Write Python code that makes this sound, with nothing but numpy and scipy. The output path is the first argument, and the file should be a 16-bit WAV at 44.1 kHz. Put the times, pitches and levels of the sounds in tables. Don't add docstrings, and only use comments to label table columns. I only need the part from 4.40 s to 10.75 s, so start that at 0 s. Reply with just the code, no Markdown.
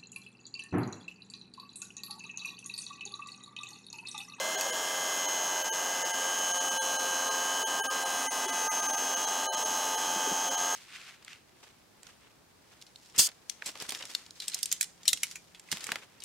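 import sys
import numpy as np
from scipy import signal
from scipy.fft import rfft, irfft, next_fast_len
from scipy.io import wavfile
from scipy.ndimage import uniform_filter1d, map_coordinates

SR = 44100
rng = np.random.default_rng(int(sys.argv[2]) if len(sys.argv) > 2 else 0)


def materialize(psi):
    bounded = np.clip(np.atleast_2d(psi).T, -1, 1)
    quanta = np.round(bounded * 32767).astype(np.int16)
    wavfile.write(sys.argv[1], SR, quanta)


def invert_db(level):
    return 10 ** (np.asarray(level, dtype=float) / 20)


N = 280035
MID_LIFT_S = 3.2

# time_s, speed_turns_per_s
SHAFT = [(0.0, 89.48), (0.1, 90.28), (0.3, 90.8), (0.55, 89.79), (1.2, 88.94), (1.9, 89.0), (2.4, 88.57),
         (2.95, 88.4), (3.15, 88.73), (3.35, 88.45), (3.65, 88.51), (3.95, 87.97), (4.9, 87.83),
         (5.0, 88.31), (5.4, 87.97), (6.0, 88.12), (6.05, 88.61), (6.3, 88.99)]
# frequency_hz, level_db (in 18 Hz)
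OIL_HISS = [(177, -69), (265, -64), (531, -60.5), (708, -58.5), (1239, -60), (1416, -65), (1593, -60),
            (1770, -66.5), (1947, -66), (2124, -70.5), (2389, -72), (3009, -61.5), (3186, -64.5),
            (3717, -69.5)]
# frequency_hz, level_db (in 18 Hz)
BRUSH_HISS = [(3717, -71), (4900, -69), (5300, -62.5), (6000, -66), (6500, -61), (8053, -68), (8938, -78),
              (9558, -72.5), (10354, -79), (11328, -76), (12124, -81), (12744, -75.5), (14600, -80),
              (15400, -76)]
HISS_SPECTRUM = OIL_HISS + BRUSH_HISS[1:]


def unit(x):
    return x / np.sqrt(np.mean(np.abs(x) ** 2, -1, keepdims=True) + 1e-20)


def along(points, hz):
    f, v = np.transpose(points)
    return np.interp(np.log(hz + 1), np.log(f + 1), v)


def curves(rows, t):
    s, *columns = np.transpose(rows)
    return np.array([np.interp(t, s, column) for column in columns])


def wander(count, t, rate):
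    knots = rng.standard_normal((count, 400))
    return np.array([map_coordinates(k, [t * rate]) for k in knots])


def filtered(x, response):
    size = next_fast_len(N + 8192)
    return irfft(rfft(x, size) * response(np.fft.rfftfreq(size, 1 / SR)), size)[..., :N]


def shaft_angle():
    return np.cumsum(curves(SHAFT, np.arange(N) / SR)[0]) / SR


def hiss(angle):
    # time_s, oil_level_db, brush_level_db
    load_levels = [(0.0, -1, -0.5), (6.35, -0.5, 0)]
    oil_db, brush_db = curves(load_levels, np.arange(N) / SR)
    rumble = [(20, -56), (60, -70.5), (110, -75)]

    def colour(hz):
        return invert_db(along(rumble + HISS_SPECTRUM, hz) + 31.0)

    def oil_share(hz):
        return 1 / (1 + (hz / 3700) ** 4)

    oil = filtered(rng.standard_normal(N), lambda hz: colour(hz) * np.sqrt(oil_share(hz)))
    pulse = unit(1 + 0.15 * np.cos(2 * np.pi * angle) + 0.22 * np.cos(4 * np.pi * angle + 1))
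    brush = filtered(pulse * rng.standard_normal(N), lambda hz: colour(hz) * np.sqrt(1 - oil_share(hz)))
    return invert_db(oil_db) * oil + invert_db(brush_db) * brush


def frame():
    # start_s, peak_db, mode_hz, t60_s
    knocks = [(0, -36, 545, .1), (.046, -35, 630, .1), (.078, -36, 650, .09), (.185, -38, 640, .12),
              (.256, -36, 550, .16), (.262, -39, 800, .1), (.3, -38, 500, .14), (.335, -39, 650, .1),
              (4.059, -41, 390, .13), (5.76, -37, 330, .06), (5.762, -38, 200, .06), (5.872, -37, 400, .08),
              (5.874, -42, 270, .06), (5.912, -36, 430, .07), (5.914, -37, 310, .06),
              (5.917, -35, 190, .06)]
    out, t = np.zeros(N + SR), np.arange(SR // 3) / SR
    onset = 1 - np.exp(-t / 0.0017)
    for start_s, db, hz, t60 in knocks:
        decay = invert_db(db + 4.5 - 60 * t / t60)
        out[round(abs(start_s) * SR):][:len(t)] += decay * onset * np.sin(2 * np.pi * hz * t)
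    return out[:N]


def flap():
    # start_s, peak_db
    clicks = [
        (.2103, -14.5),
        (.2165, -26),
    ]
    # frequency_hz, level_db, t60_s
    hinge_modes = [(2590, -9, .04), (4540, -2, .016), (5850, 0, .016), (6940, -2, .016), (8100, -2, .012),
                   (13000, -12, .01)]
    out, t = np.zeros(N + SR), np.arange(SR // 8) / SR
    onset = 1 - np.exp(-t / 0.0003)
    for start_s, db in clicks:
        ring = 0
        for hz, level_db, t60 in hinge_modes:
            ring = ring + invert_db(level_db - 60 * t / t60) * np.cos(2 * np.pi * hz * (t - 0.0006))
        crack = 0.98 * invert_db(-60 * t / 0.011) * np.diff(rng.standard_normal(len(t) + 1))
        out[round(start_s * SR):][:len(t)] += invert_db(db - 8.5) * onset * (ring + crack)
    return out[:N]


def bearing(angle):
    # shaft_multiple, level_db
    ball_tones = [(3.42, -67), (4.42, -66), (7.33, -61), (7.42, -62), (7.655, -64), (8.345, -59),
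                  (8.655, -61), (9.345, -59), (10.345, -61), (10.655, -61), (11.345, -62), (11.655, -63),
                  (12.31, -58), (12.655, -65), (13.31, -62), (13.655, -62), (14.33, -61), (14.655, -63),
                  (15.655, -65), (16.655, -63), (17.31, -61), (17.655, -61), (18.31, -52.5), (19.31, -65),
                  (24.31, -74), (25.31, -73), (27.655, -73), (29.31, -70)]
    t, sample_t = np.arange(0, N + 256, 256) / SR, np.arange(N) / SR
    orders, db = np.transpose(ball_tones)
    settle_db = -1.2 * (t - MID_LIFT_S) * (orders[:, None] > 17)
    swell = invert_db(db[:, None] + 1.5 + settle_db) * unit(invert_db(2.4 * wander(count=len(db), t=t, rate=2.5)))
    slip = rng.uniform(0, 2 * np.pi, (len(db), 1)) + 0.6 * wander(count=len(db), t=t, rate=5.5)
    out = np.zeros(N)
    for order, gain, phase in zip(orders, swell, slip):
        tone = np.sin(2 * np.pi * order * angle + np.interp(sample_t, t, phase))
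        out += np.sqrt(2) * np.interp(sample_t, t, gain) * tone
    return out


def swells(t):
    # shaft_multiple, mid_lift_db, drift_db_per_s
    moving_tones = [(3, -59.2, 2.4), (6, -50.9, -0.9), (7, -53.5, -1.0), (8, -48.7, 0.8), (9, -48.3, 1.1),
                    (10, -43.7, 1.4), (12, -52.9, 0.4), (14, -48.5, 2.0), (18, -43.7, -0.2),
                    (23, -52.7, -2.8), (29, -55.7, -0.6), (33, -52.1, -0.3), (34, -46.1, -0.9),
                    (36, -52.6, -1.1), (46, -54.4, 0.1), (59, -60.6, 0.3), (66, -56.0, -0.6),
                    (70, -53.1, 0.4), (71, -53.9, 0.9), (73, -47.5, 1.9), (74, -46.6, -0.0),
                    (107, -63.2, 0.9), (108, -53.9, -0.6), (113, -63.2, 1.3), (129, -69.5, 3.0),
                    (144, -62.4, -0.1)]
    # shaft_multiple,
    # amplitude_share, swell_period_s, loudest_s
    path_echoes = [(3, 0.3, 6.78, 2.4), (6, 0.35, 3.82, 6.35), (7, 0.29, 5.05, 0.38),
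                   (8, 0.13, 0.9, 3.76), (9, 0.13, 3.57, 0.64), (10, 0.08, 1.38, 2.63),
                   (12, 0.51, 5.27, 3.56), (14, 0.24, 5.56, 3.04), (18, 0.11, 0.89, 2.61),
                   (23, 0.41, 2.32, 3.97), (29, 0.53, 7.0, 4.99), (33, 0.18, 0.74, 2.62),
                   (34, 0.4, 5.04, 3.82), (36, 0.8, 3.45, 3.11), (46, 0.68, 2.72, 3.07),
                   (59, 0.26, 1.29, 2.99), (66, 0.34, 4.09, 6.52), (70, 0.7, 3.32, 3.69),
                   (71, 0.27, 1.46, 2.61), (73, 0.36, 3.06, 2.91), (74, 0.31, 1.5, 2.59),
                   (107, 0.24, 1.96, 4.16), (108, 0.74, 4.45, 3.22), (113, 0.29, 1.43, 3.85),
                   (129, 0.37, 1.72, 3.55), (144, 0.35, 3.83, 1.17),
                   (8, 0.24, 4.58, 2.76), (10, 0.15, 3.15, 2.07), (12, 0.34, 2.8, 3.22),
                 (18, 0.34, 5.19, 2.94), (23, 0.65, 7.0, 5.75), (23, 0.23, 1.16, 2.95),
                 (29, 0.27, 1.55, 4.2), (33, 0.18, 7.0, 3.31), (34, 0.54, 4.47, 2.11),
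                 (36, 0.74, 4.26, 0.5), (36, 0.62, 3.75, 2.07), (46, 0.41, 2.64, 1.92),
                 (46, 0.16, 1.57, 2.94), (59, 0.48, 2.52, 2.94), (66, 0.42, 1.51, 2.6),
                 (70, 0.35, 3.13, 1.66), (71, 0.8, 4.83, 1.87), (73, 0.61, 1.82, 3.24),
                 (73, 0.23, 1.68, 2.36), (74, 0.34, 1.4, 3.35), (74, 0.24, 6.65, 1.94),
                 (107, 0.75, 5.0, -0.18), (108, 0.6, 3.18, 4.7), (108, 0.42, 2.93, 0.32),
                 (113, 0.47, 2.65, 2.6), (129, 0.36, 1.34, 2.64), (144, 0.33, 1.7, 4.39),
                 (144, 0.25, 0.99, 2.56)]
    gain = {order: invert_db(db + drift * (t - MID_LIFT_S)) for order, db, drift in moving_tones}
    for order, share, period_s, loudest_s in path_echoes:
        echo = share * np.exp(2j * np.pi * (t - loudest_s) / period_s)
        gain[order] = gain[order] * np.abs(1 + echo)
    return gain


def whine(angle):
    # shaft_multiple, level_db
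    clear_tones = [(5, -58), (13, -53), (17, -56), (19, -57), (20, -56), (28, -64), (30, -61), (32, -58),
                   (37, -56), (38, -56), (39, -61), (40, -61), (44, -63), (45, -61), (47, -61), (53, -61),
                   (54, -60), (57, -58),
                   (64, -57), (69, -57), (75, -55), (76, -53), (80, -55), (90, -57), (92, -60), (93, -62),
                   (104, -65), (106, -66), (109, -58), (115, -64), (122, -65), (126, -66), (128, -64),
                   (130, -62), (132, -67), (133, -68), (135, -67), (145, -67), (149, -67), (178, -70),
                   (112, -69), (124, -69), (125, -69), (148, -70), (62, -66), (63, -59), (140, -70),
                   (160, -69)]
    # time_s, level_db
    slot_levels = [(0.0, -51.0), (0.25, -39.8), (0.4, -48.8), (0.9, -36.4), (1.55, -41.0), (2.05, -35.9),
                   (2.4, -39.2), (2.85, -38.0), (3.35, -46.3), (3.9, -41.3), (4.1, -40.7), (4.35, -34.2),
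                   (4.9, -37.2), (5.05, -45.7), (5.25, -39.1), (5.45, -45.2), (5.95, -37.2), (6.3, -35.4)]
    # frequency_hz, excess_db
    faint_excess = [(300, -3), (2200, 4), (3600, 0), (5000, 1), (6800, 3), (7600, 0), (9000, 5.5),
                    (12500, 6), (15000, 3)]
    slot_order, top_order, steps = 72, 179, 2048
    t = np.interp(np.arange(int(angle[-1]) + 2), angle, np.arange(N) / SR)
    k = np.arange(top_order + 1)
    hz = k * np.mean(SHAFT, 0)[1]
    db = along(HISS_SPECTRUM, hz) + along(faint_excess, hz) + 2.5 * rng.standard_normal(len(k))
    for order, level_db in clear_tones:
        db[order] = level_db

    gain = invert_db(db[:, None] + 0.38) * unit(invert_db(2.22 * wander(count=len(k), t=t, rate=1.648)))
    flutter = unit(invert_db(1.0 * wander(count=len(k), t=t, rate=3.1)))
    for order, swell in swells(t).items():
        gain[int(order)] = swell * flutter[int(order)] * invert_db(0.45)
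    gain[slot_order] = invert_db(curves(slot_levels, t)[0] + 0.47)
    gain[:2] = 0
    gain[k < 10] *= invert_db(-1.05)

    shake = wander(count=len(k), t=t, rate=14) + 1j * wander(count=len(k), t=t, rate=11)
    loose = 0.094 + 0.16 * (k[:, None] < 10)
    lag_turns = 0.00053 * wander(count=1, t=t, rate=27) + 0.00096 * wander(count=1, t=t, rate=6.7)
    lag_phase = 2 * np.pi * k[:, None] * lag_turns
    phase = rng.uniform(0, 2 * np.pi, (len(k), 1)) + lag_phase
    near = k[70:75, None]
    phase[70:75] = np.pi / 2 * (near % 2) + 1.7 * (near == 74) + lag_phase[70:75]

    spectrum = gain * (1 + loose * shake) * np.exp(1j * phase)
    turns = irfft(spectrum, steps, axis=0) * steps / np.sqrt(2)
    turns = np.vstack([turns, turns[:1]])
    return map_coordinates(turns, [angle % 1 * steps, angle], order=1)


def scene():
    angle = shaft_angle()
    mix = hiss(angle) + frame() + flap() + bearing(angle) + whine(angle)
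    return np.tile(mix, (2, 1))


def starve(x):
    starved_frames = [8, 15, 41, 58, 77, 81, 100, 103, 108, 121, 136, 171, 191, 193, 207, 210, 212, 214,
                      223, 228, 242, 246, 261, 286, 289]
    starved_runs = [(61, 2), (112, 2), (152, 2), (160, 2), (163, 2), (182, 2), (201, 2), (238, 3)]
    # frequency_hz, step_db
    coarseness = [(200, 21), (450, 25), (800, 23), (1500, 23), (2500, 26), (4200, 24), (9000, 26),
                  (14000, 25), (15500, 30)]
    hop = round(1024 / 48000 * SR)
    n, k = np.arange(2 * hop) + 0.5, np.arange(hop) + 0.5
    window = np.sin(np.pi * n / (2 * hop))
    basis = window * np.cos(np.pi / hop * np.outer(k, n + hop / 2)) * np.sqrt(2 / hop)
    frames = starved_frames + [first + i for first, count in starved_runs for i in range(count)]
    where = (np.array(frames)[:, None] - 1) * hop - 104 + np.arange(2 * hop)
    lines = x[where] @ basis.T
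    around = np.exp(uniform_filter1d(np.log(np.abs(lines) + 1e-9), size=61, axis=1))
    step = around * invert_db(along(coarseness, k * SR / (2 * hop)))
    error = (np.round(lines / step) * step - lines) @ basis
    return x + np.bincount(where.ravel(), error.ravel(), N)


def top_cut(x):
    return signal.sosfilt(signal.butter(12, 16780, fs=SR, output="sos"), x)


def record(dry):
    heard = filtered(dry[0], lambda hz: (hz < 15790) / (1 + (130 / (hz + 1)) ** 6))
    mix = np.tile(starve(heard), (2, 1))
    return top_cut(mix)


dry = scene()
out = record(dry)
materialize(out)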